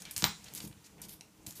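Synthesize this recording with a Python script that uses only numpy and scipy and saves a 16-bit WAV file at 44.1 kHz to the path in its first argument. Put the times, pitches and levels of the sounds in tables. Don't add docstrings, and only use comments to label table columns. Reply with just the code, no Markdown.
import sys
import numpy as np
from scipy import signal
from scipy.io import wavfile

SR = 44100
rng = np.random.default_rng(int(sys.argv[2]) if len(sys.argv) > 2 else 0)


def gain_from_db(level_db):
    decades = np.asarray(level_db, float) / 20
    return 10 ** decades


def waveform_to_disk(signal):
    frames = np.transpose(np.atleast_2d(signal))
    scaled = np.clip(frames, -1, 1) * 32767
    samples = np.round(scaled).astype(np.int16)
    wavfile.write(sys.argv[1], SR, samples)


N = 70560

# (time [s], length [s])
SKID_SPANS = [(0, .012), (.058, .052), (.113, .027), (.166, .006), (.181, .03), (.456, .02), (.551, .036),
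              (.615, .04), (.842, .028), (.978, .03), (1.02, .032), (1.083, .056), (1.212, .03),
              (1.468, .044), (1.5525, .035)]
# (level [dB rms], claw resonance [Hz], glaze hiss [dB])
SKID_TONES = [(-55, 6800, -37), (-55.5, 2630, -21), (-52.5, 8200, -12), (-39.5, 7500, -4), (-45, 6600, -7),
              (-55.5, 3000, -28), (-46, 6000, -2.5), (-50.5, 6000, -1), (-58.5, 5600, -19),
              (-64, 1940, -25), (-50.5, 5500, -6), (-52.5, 4200, 3.5), (-85, 4000, -22), (-51, 5700, 3),
              (-52.5, 6300, 1)]
# (time [s], level [dB])
DRAG_CURVE = [(0.0, -58), (0.182, -64.5), (0.404, -60.5), (0.53, -58), (0.65, -75), (0.836, -64),
              (1.06, -71), (1.282, -69.5), (1.5, -66), (1.6, -61)]
# (frequency [Hz], density [dB per Hz])
FUR_SPECTRUM = [(410, -66), (700, -5), (2070, 5), (4930, 1), (5470, 6.5), (13400, -7), (15400, -18)]
# (time [s], level [dB])
SHIFT_CURVE = [(0.0, -56), (0.2, -61), (0.226, -49), (0.248, -48), (0.284, -52), (0.352, -61),
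               (0.578, -55.5), (0.61, -55), (0.646, -53), (0.766, -62.5), (0.882, -63.5), (0.998, -54.5),
               (1.35, -65), (1.488, -54), (1.554, -61.5), (1.6, -56)]
# (frequency [Hz], density [dB per Hz])
RUMBLE_SPECTRUM = [(15, -54), (25, -23), (44, -3.5), (109, -6.5), (198, 0), (244, -15), (306, -17),
                   (628, -16.5), (900, -15.5), (1170, -37), (1980, -120)]
# (frequency [Hz], level [dB], t60 [s])
LOW_MODES = [(163.7, -14, 0.43), (206.4, -2, 0.21), (308.7, 4.5, 0.078), (424, -9.5, 0.31),
             (463, -1.5, 0.05)]
# (frequency [Hz], density [dB per Hz])
HUM_SPECTRUM = [(410, -54), (700, -30), (1250, -11), (1350, 4), (1750, -21), (15400, -10.5)]
# (time [s], peak [dB], centre [Hz], chatter length [s])
CLAW_TAPS = [(.0203, -35, 6500, .006), (.0526, -35, 4000, .005), (.1103, -30.5, 11000, .003),
             (.1638, -24, 6500, .003), (.1792, -19, 8500, .001), (.1855, -32, 9000, .002),
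             (.4419, -42, 7000, .005), (.4828, -42, 4200, .005), (.5377, -32, 12000, .0008),
             (.5497, -29.5, 12000, .002), (.575, -37, 6500, .003), (.603, -36, 4500, .005),
             (.6742, -39, 10000, .002), (.6775, -40, 10000, .002), (.712, -54, 1800, .004),
             (.7258, -50, 3300, .005), (.867, -49, 7000, .003), (1.0168, -33.5, 11000, .004),
             (1.094, -39, 6000, .0006), (1.2093, -36, 4800, .0025), (1.465, -34, 9000, .0015),
             (1.4672, -34, 5500, .003), (1.5085, -36, 8000, .002), (1.5245, -42, 10000, .002)]
# (time [s], level [dB], pitch [Hz])
PAW_THUMPS = [
    (0.167, -43, 97),
    (0.228, -31.5, 200),
    (0.245, -31.5, 148),
    (.275, -41.5, 102),
    (0.64, -39.5, 200),
    (.664, -43.5, 148),
    (0.701, -46, 137),
    (0.764, -52, 105),
    (1.471, -43, 121),
    (1.597, -45, 390),
]
# (time [s], peak [dB], metal ring [dB])
HARD_KNOCKS = [
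    (.2233, -14.5, -41),
    (.2416, -3.5, -29.5),
]
# (frequency [Hz], level [dB], t60 [s])
TILE_MODES = [(930, -31, .015), (1650, -30, .012), (1250, -31, .01), (4100, -17, .006)]
# (frequency [Hz], level [dB], t60 [s])
METAL_MODES = [(12955, -8, .08), (13215, -14, .07), (13640, -11, .06), (13728, 2, .12), (14600, -19, .2),
               (15100, -10, .06), (15172, -14, .2)]
# (centre [Hz], t60 [s], level [dB])
ROOM_BANDS = [(510, 0.12, -8.5), (1200, 0.25, -5.5), (2540, 0.27, -8), (4700, 0.32, -13), (8300, 0.39, -12),
              (14000, .14, -7)]


def rms_one(x):
    return x / np.sqrt(np.mean(x ** 2) + 1e-20)


def level_curve(rows):
    time_s, level_db = np.transpose(rows)
    return gain_from_db(np.interp(np.arange(N) / SR, time_s, level_db))


def add(out, time_s, x):
    i = int(time_s * SR)
    out[i:i + len(x)] += x[:len(out) - i]


def bandpass(x, low_hz, high_hz):
    return signal.sosfilt(signal.butter(2, [low_hz, high_hz], "band", fs=SR, output="sos"), x)


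def resonance(x, hz, width_hz):
    r = np.exp(-np.pi * width_hz / SR)
    poles = [1, -2 * r * np.cos(2 * np.pi * hz / SR), r * r]
    return signal.lfilter([(1 - r * r) / 2, 0, (r * r - 1) / 2], poles, x)


def mode(x, hz, t60_s):
    r = gain_from_db(-60 / (t60_s * SR))
    w = 2 * np.pi * hz / SR
    return signal.lfilter([0, np.sin(w)], [1, -2 * r * np.cos(w), r * r], x + 1e-18)


def modes(x, table):
    return sum(gain_from_db(db) * mode(x, hz, t60_s) for hz, db, t60_s in table)


def flickering_noise(spectrum, flicker_db=1.5):
    hz, db = np.transpose(spectrum)
    edges_hz = np.geomspace(hz[0], hz[-1], int(2 * np.log2(hz[-1] / hz[0])) + 2)
    knots = np.arange(0, N + 900, 900)
    out = 0
    for low_hz, high_hz in zip(edges_hz, edges_hz[1:]):
        flicker = np.interp(np.arange(N), knots, rng.standard_normal(len(knots)))
        band = bandpass(rng.standard_normal(N), low_hz, high_hz)
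        band_db = np.interp(np.log(low_hz * high_hz) / 2, np.log(hz), db)
        out = out + band * gain_from_db(band_db + flicker_db * flicker)
    return rms_one(out)


def grains(per_s, spread_db, size):
    chance, height, sign = rng.random((3, size))
    return (chance < per_s / SR) * gain_from_db(-spread_db * np.log(height + 0.0041)) * np.sign(sign - .5)


def claw(x, hz, q, wide_db):
    x = resonance(x, hz, hz / q) + gain_from_db(wide_db) * resonance(x, hz / 2, 1.5 * hz)
    return signal.lfilter(*signal.butter(1, min(2 * hz, 14000), fs=SR), x)


def skids():
    rise_s, fall_s = .002, .012
    glaze_hz, glaze_width_hz, glaze_gain_db = 12000, 3000, 2.5
    out, t = np.zeros(N), np.arange(SR // 6) / SR
    for (time_s, length_s), (db, hz, glaze_db) in zip(SKID_SPANS, SKID_TONES):
        shape = np.clip(t / rise_s, 0, 1) * gain_from_db(-20 * np.maximum(t - length_s, 0) / fall_s)
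        claw_grains = grains(13000, spread_db=2.5, size=len(t))
        glaze_grains = grains(13000, spread_db=2.5, size=len(t))
        scrape = claw(claw_grains, hz, q=1.7, wide_db=-7)
        hiss = gain_from_db(glaze_db + glaze_gain_db) * resonance(glaze_grains, glaze_hz, glaze_width_hz)
        knots_s = t[::200]
        lumps = gain_from_db(2 * np.interp(t, knots_s, rng.standard_normal(len(knots_s))))
        add(out, time_s, gain_from_db(db) * shape * lumps * rms_one(scrape + hiss))
    return out


def fur():
    return level_curve(DRAG_CURVE) * flickering_noise(FUR_SPECTRUM)


def body():
    hollow_db, ceiling_db = -4, -54
    rumble = flickering_noise(RUMBLE_SPECTRUM)
    hollow = sum(gain_from_db(db) * mode(rng.standard_normal(N), hz, t60_s) for hz, db, t60_s in LOW_MODES)
    level = np.minimum(level_curve(SHIFT_CURVE), gain_from_db(ceiling_db))
    return level * rms_one(rumble + gain_from_db(hollow_db) * rms_one(hollow))


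def hum():
    return gain_from_db(-72.5) * flickering_noise(HUM_SPECTRUM)


def taps():
    out, t = np.zeros(N), np.arange(900) / SR
    for time_s, db, hz, length_s in CLAW_TAPS:
        chatter = grains(12000, spread_db=2.5, size=len(t))
        hit = chatter * (t < length_s) * np.exp(-.6 * t / length_s)
        hit[0] = 1.5
        tap = claw(hit, hz, q=2.2, wide_db=-6)
        add(out, time_s, gain_from_db(db + 3) * tap / np.abs(tap).max())
    return out


def thumps():
    decay_cycles, highpass_ratio, low_modes_db = 8.0, 0.6, -2
    out, pushes = np.zeros(N), np.zeros(N)
    for time_s, db, hz in PAW_THUMPS:
        push = np.zeros(SR // 4)
        soft = np.hanning(int(SR / hz / 2))
        push[:len(soft)] = gain_from_db(db) * soft / soft.sum()
        push = signal.lfilter(*signal.butter(2, highpass_ratio * hz, "high", fs=SR), push)
        add(out, time_s, 1.5 * mode(push, hz, decay_cycles / hz))
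        add(pushes, time_s, push)
    return out + gain_from_db(low_modes_db) * modes(pushes, LOW_MODES)


def knocks():
    crack_hz, crack_width_hz = 4100, 2200
    rattle_s, rattle_db = .0025, -17
    out, click = np.zeros(N), np.zeros(SR // 3)
    click[:3] = [.5, 1, .5]
    t = np.arange(len(click)) / SR
    tile = modes(click, TILE_MODES)
    metal = modes(click, METAL_MODES)
    for time_s, db, ring_db in HARD_KNOCKS:
        rattle = grains(15000, spread_db=2.0, size=len(click)) * np.exp(-t / rattle_s)
        hit = click + gain_from_db(rattle_db) * rattle
        crack = resonance(resonance(hit, crack_hz, crack_width_hz), crack_hz, 2 * crack_width_hz)
        crack = crack - gain_from_db(-8) * resonance(hit, 1500, width_hz=1500)
        crack = crack - gain_from_db(-11) * resonance(hit, 7200, width_hz=3000)
        add(out, time_s, gain_from_db(db) * (crack / np.abs(crack).max() + tile) + gain_from_db(ring_db) * metal)
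    return out


def room(x):
    gap_s = .003
    t, tail = np.arange(SR // 2) / SR, 0
    hz = np.array(ROOM_BANDS)[:, 0]
    edges_hz = np.r_[hz[0] / 2, np.sqrt(hz[1:] * hz[:-1]), 18000]
    for (_, t60_s, db), low_hz, high_hz in zip(ROOM_BANDS, edges_hz, edges_hz[1:]):
        band = bandpass(rng.standard_normal(len(t)), low_hz, high_hz)
        tail = tail + band * gain_from_db(db - 60 * t / t60_s) / np.sqrt(t60_s * SR / 13.8)
    return signal.fftconvolve(x, tail * np.clip(t / gap_s, 0, 1))[:N]


def scene():
    claws = skids() + taps() + knocks()
    reflections = gain_from_db(5.5) * room(claws)
    return (claws + reflections + fur() + body() + hum() + thumps())[None]


def band_limit(x):
    return signal.sosfilt(signal.butter(12, 16560, fs=SR, output="sos"), x)


def record(dry):
    low_cut_hz, top_cut_hz, stop_db = 45, 15300, 33
    mix = signal.sosfilt(signal.butter(2, low_cut_hz, "high", fs=SR, output="sos"), dry)
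    mix = signal.sosfilt(signal.ellip(8, .5, stop_db, top_cut_hz, fs=SR, output="sos"), mix)
    return band_limit(mix)


dry = scene()
out = record(dry)
waveform_to_disk(out)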